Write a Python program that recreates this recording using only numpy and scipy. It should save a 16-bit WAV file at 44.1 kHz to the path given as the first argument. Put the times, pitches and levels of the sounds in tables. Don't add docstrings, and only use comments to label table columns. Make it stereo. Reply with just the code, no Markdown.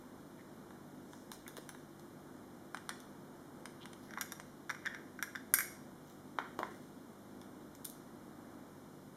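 import sys
import numpy as np
from scipy import signal
from scipy.fft import rfft, irfft, next_fast_len
from scipy.io import wavfile
from scipy.ndimage import map_coordinates

SR = 44100
rng = np.random.default_rng(int(sys.argv[2]) if len(sys.argv) > 2 else 0)


def put_to_file(sound):
    columns = np.atleast_2d(sound).T
    safe = np.clip(columns, -1, 1)
    whole_steps = np.round(safe * 32767)
    wavfile.write(sys.argv[1], SR, whole_steps.astype(np.int16))


N = 404232
BENDING_HZ = 2600


def lid():
    # t/s, body/dB, edge/dB, f/Hz favoured by the point of contact
    taps = [(4.108, -49.5, -55.5, 1620), (4.137, -45, -53, 1700), (4.1743, -36.5, -57, 1200),
            (4.1844, -44, -51, 1650), (4.211, -38.5, -32.5, 1400), (4.218, -39.5, -45, 1730),
            (4.321, -43.5, -39.5, 1290), (4.695, -37.5, -44.5, 1650), (4.701, -33, -44.5, 1450),
            (4.7091, -41.5, -45.5, 1400), (4.748, -45, -55, 1550), (4.8597, -37, -43.5, 1730),
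            (4.9466, -43.5, -50.5, 1720), (5.1905, -42.5, -61, 1400), (5.2259, -32, -34.5, 1880),
            (5.3515, -40.5, -58, 1600), (5.3573, -38, -45, 1580), (5.539, -28, -21, 1700),
            (5.5447, -40.5, -26.5, 1800), (5.5866, -31.5, -28, 2150), (5.6022, -44, -37.5, 2150),
            (5.606, -36, -37.5, 2100)]
    # f/Hz, energy/dB, t60/s before the sustain factor
    disc_modes = [(1190, 1, 0.016), (1444, 3, 0.018), (1596, 8.5, 0.019), (1796, 11.5, 0.01),
                  (2010, 3, 0.028), (2232, -2.5, 0.037), (3630, -13, 0.028), (4840, 2, 0.0077),
                  (5660, -4, 0.022), (6830, -11, 0.017), (8700, -5.5, 0.018), (9370, -3.5, 0.016),
                  (10750, -12, 0.01), (11500, 2.5, 0.032), (14600, -7, 0.023)]
    # f/Hz, relative level/dB
    shimmer = [(2184, -20), (5655, -20), (6900, -26), (8526, -23), (8660, -22), (9398, -22), (10745, -21),
               (11377, -21), (11444, -15), (11508, -22), (14510, -22)]
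    # f/Hz, energy/dB, t60/s before the sustain factor
    case_ring = [(3650, -2, 0.028), (5670, 2, 0.047)]
    free_s = 5.53
    ring_t60, halving_hz = .38, 11000
    out, t = np.zeros((2, N)), np.arange(SR // 3) / SR
    for s, body_db, edge_db, favoured_hz in taps:
        modes, partials = favour(disc_modes, favoured_hz, slope_db=21.5), shimmer
        if s < free_s:
            modes, partials = seated(modes) + case_ring, seated(partials)
            sustain, wet_db, ring_db, max_tilt_db = 0.61, -10, -7, 3.5
        else:
            sustain, wet_db, ring_db, max_tilt_db = 0.7, -8, 0.5, 6.5
        modes = [(hz, db, t60 * sustain) for hz, db, t60 in modes]
        hardness_db = edge_db - body_db
        tilt_db = np.clip(2 * hardness_db + 7, -6.5, max_tilt_db)
        tap = contact(modes, body_db, edge_db, tilt_db,
                      crack_db=0.099 * hardness_db - 1, crack_t60=0.012, crack_hz=6530, scatter_db=-6)
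        ring = sum(amp(db) * fade(t, ring_t60 * .5 ** (hz / halving_hz))
                   * np.sin(2 * np.pi * (hz * t + rng.random((2, 1)))) for hz, db in partials)
        clink = amp(edge_db + min(tilt_db, 0) + ring_db) * ring
        add(clink, 0, tap)
        add(out, s, in_room(clink, wet_db))
    return filtered(out, lambda f: amp(np.array([[-1], [1]]) * 0.99 * (f / 12000) ** 2))


def seated(modes):
    centre_hz, half_width_hz, loss_db = 9800, 1000, 4
    return [(hz, db - loss_db * np.exp(-((hz - centre_hz) / half_width_hz) ** 2), *rest)
            for hz, db, *rest in modes]


def release():
    # t/s, peak/dB, f/Hz, width/s, lag between left and right/s
    rim_snap = (5.5394, -4.5, 10200, .00018, .00002)
    s, db, hz, width, lag = rim_snap
    out, t = np.zeros((2, N)), np.arange(-SR // 500, SR // 500) / SR
    stereo_t = t + np.array([[-.5], [.5]]) * lag
    snap = amp(db) * np.exp(-np.abs(stereo_t) / width) * np.cos(2 * np.pi * hz * stereo_t)
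    add(out, s + t[0], in_room(snap, wet_db=-11))
    return out


def squeaks():
    # t/s, length/s, level/dB, f/Hz
    chirps = [(4.7, 0.0057, -46, 1820), (4.8653, 0.0054, -32.5, 1800), (4.8718, 0.0053, -32.5, 1680)]
    sag, overtones_db = .02, (-14, -23, -26)
    out = np.zeros((2, N))
    for s, length, db, hz in chirps:
        size = int(length * SR)
        phase = 2 * np.pi * np.cumsum(hz * (1 + sag * np.linspace(.5, -.5, size))) / SR
        overtones = sum(amp(over_db) * np.sin(k * phase + 2 * np.pi * rng.random())
                        for k, over_db in enumerate(overtones_db, 2))
        chirp = amp(db) * unit(np.sin(phase) + overtones) * signal.windows.tukey(size, .5)
        add(out, s, in_room(np.array([chirp, chirp]), wet_db=-9))
    return out


def mat():
    # t/s, body/dB, edge/dB, favoured f/Hz, table thump/dB
    knocks = [(6.3864, -28, -42, 1260, -43), (6.5902, -34, -45, 910, -36), (6.6305, -31, -46.5, 1180, -47)]
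    # f/Hz, energy/dB, t60/s
    muted_modes = [(598, -11, 0.022), (1055, 4, 0.011), (1270, 2, 0.0056), (1920, 10.5, 0.0066),
                   (3230, 3.5, 0.0031), (11600, -1, .01)]
    out = np.zeros((2, N))
    for s, body_db, edge_db, favoured_hz, thump_db in knocks:
        modes = favour(muted_modes, favoured_hz, slope_db=22.5)
        knock = contact(modes, body_db, edge_db, tilt_db=-9.5,
                        crack_db=1, crack_t60=0.028, crack_hz=2500, scatter_db=-9)
        add(out, s, in_room(knock, wet_db=-6.5))
        add(out, s, in_room(thump(thump_db, hz=344), wet_db=-5.5))
    return out


def nail():
    # t/s, body/dB, edge/dB
    clicks = [(2.7461, -36.5, -45), (2.7712, -44.5, -48), (2.8922, -38.5, -36), (3.6563, -46, -44),
              (3.8561, -48, -47.5), (3.932, -56, -50.5), (4.3988, -44.5, -47)]
    # f/Hz, energy/dB, t60/s
    case_modes = [(440, -15, 0.0094), (1150, 4.5, 0.0028), (1450, 5.5, 0.0033), (1890, -8, 0.0081),
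                  (3600, 1, 0.0024), (6130, 4.5, 0.0038), (9100, 11, 0.0036), (11560, -2, 0.018)]
    out = np.zeros((2, N))
    for s, body_db, edge_db in clicks:
        tilt_db = 0.11 * (edge_db - body_db) - 4.5
        click = contact(case_modes, body_db, edge_db, tilt_db,
                        crack_db=-1.5, crack_t60=0.018, crack_hz=4200, scatter_db=-8.5)
        add(out, s, in_room(click, wet_db=-9))
    return out


def bracelet():
    # t/s, body/dB, edge/dB
    ticks = [(0.7063, -53.5, -61.5), (1.133, -52, -55), (1.317, -47.5, -43), (1.4791, -50, -44),
             (1.568, -51, -46), (1.577, -52, -51), (1.6914, -48.5, -44), (1.748, -52, -61),
             (1.9958, -62, -57), (3.003, -62, -52.5), (6.5907, -78, -50.5), (7.415, -57, -53.5),
             (7.751, -67, -52.5), (7.8464, -72, -45.5), (7.8498, -76, -43), (7.8526, -66, -36.5),
             (7.899, -83, -48)]
    # f/Hz, energy/dB, t60/s
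    link_modes = [(1000, 7.5, 0.011), (1655, 9.5, 0.0083), (3560, -10, 0.0077), (6370, -4, 0.0019),
                  (9020, -6, 0.0038), (11500, -7.5, 0.0064), (14000, -10, 0.0046)]
    out = np.zeros((2, N))
    for s, body_db, edge_db in ticks:
        tilt_db = min(0.3 * (edge_db - body_db) - 3, 8)
        tick = contact(link_modes, body_db, edge_db, tilt_db,
                       crack_db=-3.5, crack_t60=0.0079, crack_hz=3620, scatter_db=-4.5)
        add(out, s, in_room(tick, wet_db=-7))
    return out


def rubs():
    # middle t/s, length/s, level/dB, f/Hz
    slides = [(0.397, 0.057, -63, 1950), (1.467, 0.018, -52, 1750), (2.909, 0.023, -47, 1770),
              (3.827, 0.058, -55.5, 3030), (4.148, 0.23, -60, 1780), (4.863, .06, -45, 1750),
              (4.95, .14, -58, 1650), (6.441, .12, -57, 1500), (6.605, .035, -44.5, 640)]
    out = np.zeros((2, N))
    for s, length, db, hz in slides:
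        size = int(length * SR)
        resonance = signal.iirpeak(hz, Q=2.4, fs=SR)
        catches = slips(size, rate=740, spread_db=5)
        grains = signal.lfilter(*resonance, signal.lfilter(*resonance, catches))
        stroke = amp(db) * unit(grains) * np.hanning(size)
        add(out, s - length / 2, in_room(np.array([stroke, stroke]), wet_db=-6))
    return out


def grit():
    # middle t/s, length/s, level/dB
    strokes = [(1.153, 0.27, -66), (1.337, 0.065, -53.5), (1.579, 0.046, -53), (4.051, .2, -63),
               (6.1, .13, -63.5), (6.72, 0.66, -69.5)]
    # f/Hz, gain/dB
    colour = [(600, -7), (5500, 1), (15000, -7)]
    out, t = np.zeros((2, N)), np.arange(SR // 200) / SR
    for s, length, db in strokes:
        size = int(length * SR)
        catches = slips(size, rate=900, spread_db=4.5)
        grain = diffuse(len(t)) * fade(t, 0.0015)
        grains = signal.fftconvolve(catches[None], grain, axes=1)[:, :size]
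        stroke = amp(db) * coloured(grains, colour) * np.hanning(size)
        add(out, s - length / 2, in_room(stroke, wet_db=-6))
    return out


def knuckle():
    # t/s, level/dB, f/Hz
    bump = (1.5835, -43, 420)
    s, db, hz = bump
    out = np.zeros((2, N))
    add(out, s, thump(db, hz))
    return out


def contact(modes, body_db, edge_db, tilt_db, crack_db, crack_t60, crack_hz, scatter_db):
    # f/Hz, gain/dB
    crack_colour = [(3000, 12), (7000, 2.5), (11000, -4), (13000, -8), (16000, -18.5)]
    t = np.arange(SR // 16) / SR
    hz, db, t60 = np.transpose(modes)[:, :, None]
    low = hz[:, 0] < BENDING_HZ
    grip = rng.standard_normal((4, len(hz), 1))
    pitch = hz * (1 + .035 * grip[0] * np.minimum(1, 0.01 / t60) ** 2)
    phase = grip[2:] * (hz / 9500) ** 2.94
    rings = amp(db + 2 * grip[1]) / np.sqrt(t60) * fade(t, t60) * np.sin(2 * np.pi * pitch * t + phase)
    burst = diffuse(len(t)) * fade(t, crack_t60)
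    crack = filtered(burst, lambda f: f ** 2 / (f ** 2 + crack_hz ** 2) * amp(along(crack_colour, f)))
    body = (1 - np.exp(-(t / 0.00082) ** 2)) * rings[:, low].sum(1)
    edge = (1 - np.exp(-t / 0.000091)) * (struck(rings[:, ~low].sum(1)) + amp(crack_db) * struck(crack))
    edge = filtered(edge, lambda f: amp(tilt_db * np.log2(np.hypot(1, f / 3000))))
    early = diffuse(SR // 50) * fade(t[:SR // 50], 0.099)
    early = amp(scatter_db) * early / np.linalg.norm(early[0])
    early[:, 0] += 1
    low_cut = signal.butter(2, 260, "high", fs=SR)
    heard = lambda x: struck(signal.lfilter(*low_cut, signal.fftconvolve(x, early, axes=1)[:, :len(t)]))
    return amp(body_db) * heard(body) + amp(edge_db) * heard(edge)


def favour(modes, pitch_hz, slope_db):
    return [(hz, db - slope_db * abs(np.log2(hz / pitch_hz)) * (hz < BENDING_HZ), t60)
            for hz, db, t60 in modes]


def thump(db, hz):
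    t = np.arange(SR // 16) / SR
    push = fade(t, 0.01) * (1 - np.exp(-t / .0012)) * np.sin(2 * np.pi * hz * t)
    low_cut = signal.butter(2, 230, "high", fs=SR)
    return amp(db) * struck(signal.lfilter(*low_cut, push)) * np.ones((2, 1))


def slips(size, rate, spread_db):
    return (rng.random(size) < rate / SR) * amp(spread_db * rng.standard_normal(size))


def in_room(x, wet_db):
    # f/Hz, t60/s
    decay = [(300, 1), (800, 0.23), (2000, 0.53), (5500, 0.62), (14000, 0.29)]
    hz, t, spectrum = signal.stft(diffuse(SR // 3), SR, nperseg=256)
    tail = signal.istft(spectrum * fade(t, along(decay, hz)[:, None]), SR, nperseg=256)[1]
    tail *= 1 - np.exp(-(np.arange(tail.shape[1]) / SR / .006) ** 2)
    out = amp(wet_db) * signal.fftconvolve(x, tail / np.linalg.norm(tail[0]), axes=1)
    add(out, 0, x)
    return out


def background():
    # f/Hz, level/dB
    motor = [(49, -82.5), (99, -72.5), (148, -67.5), (199, -66.5), (253, -65), (301, -68), (346, -66)]
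    # f/Hz, gain/dB
    air_colour = [(22, -25), (87, -18), (142, -10), (251, -2.5), (277, -4.5), (350, -7.5), (410, -10.5),
                  (1440, -18.5), (2400, -32), (3120, -85)]
    # f/Hz, gain/dB
    hiss_colour = [(300, -0.5), (2000, 3.5), (3600, 6), (6000, 3.5), (10000, 2), (14800, 0.5), (15500, -30)]
    t = np.arange(N) / SR
    hum = sum(amp(db + 1.6 * wobble(2.9)) * unit(np.sin(2 * np.pi * hz * t + hz / 330 * wobble(7)))
              for hz, db in motor)
    air = coloured(diffuse(N), air_colour) * amp(.7 * wobble(3))
    hiss = coloured(rng.standard_normal((2, N)), hiss_colour)
    return hum + amp(-55.5) * air + amp(-65.5) * hiss


def diffuse(size):
    # f/Hz, left-right correlation
    likeness = [(60, .96), (300, .99), (640, .88), (1400, .72), (3000, .25), (8000, 0)]
    angle = lambda hz: np.arccos(along(likeness, hz)) / 2
    noise = rng.standard_normal((2, size))
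    mid, side = filtered(noise, lambda hz: np.array([np.cos(angle(hz)), np.sin(angle(hz))]))
    return np.array([mid + side, mid - side])


def amp(db):
    return 10 ** (np.asarray(db) / 20)


def unit(x):
    return x / np.sqrt(np.mean(x ** 2) + 1e-20)


def struck(x):
    return x / np.sqrt(np.mean(x[..., :176] ** 2) + 1e-20)


def fade(t, t60):
    return np.exp(-np.log(1000) * t / t60)


def along(points, hz):
    f, values = np.transpose(points)
    return np.interp(np.log(hz + 1), np.log(f + 1), values)


def wobble(rate):
    knots = rng.standard_normal(int(N * rate / SR) + 4)
    grid = np.arange(0, N * rate / SR + 1, 1 / 16)
    return np.interp(np.arange(N) * rate / SR, grid, map_coordinates(knots, [grid]))


def filtered(x, response):
    size = x.shape[-1]
    padded = next_fast_len(size + 4096)
    return irfft(rfft(x, padded) * response(np.fft.rfftfreq(padded, 1 / SR)), padded)[..., :size]


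def coloured(x, colour):
    return unit(filtered(x, lambda hz: amp(along(colour, hz))))


def add(track, s, sound):
    part = track[:, round(s * SR):][:, :sound.shape[1]]
    part += sound[:, :part.shape[1]]


def scene():
    handling = bracelet() + grit() + knuckle() + nail()
    return handling + lid() + squeaks() + release() + mat() + rubs() + background()


def record(dry):
    # f/Hz, width/Hz
    bands = [(2600, 624), (4600, 590), (7930, 360)]
    rolloff_hz, top_hz = 15300, 16800
    notches = lambda f: np.prod([(hz ** 2 - f ** 2) / (hz ** 2 - f ** 2 + 1j * f * width / 2)
                                 for hz, width in bands], axis=0) ** 2
    band_limit = lambda f: (f < top_hz) / np.hypot(1, (f / rolloff_hz) ** 24)
    return filtered(dry, lambda f: notches(f) * band_limit(f))


dry = scene()
out = record(dry)
put_to_file(out)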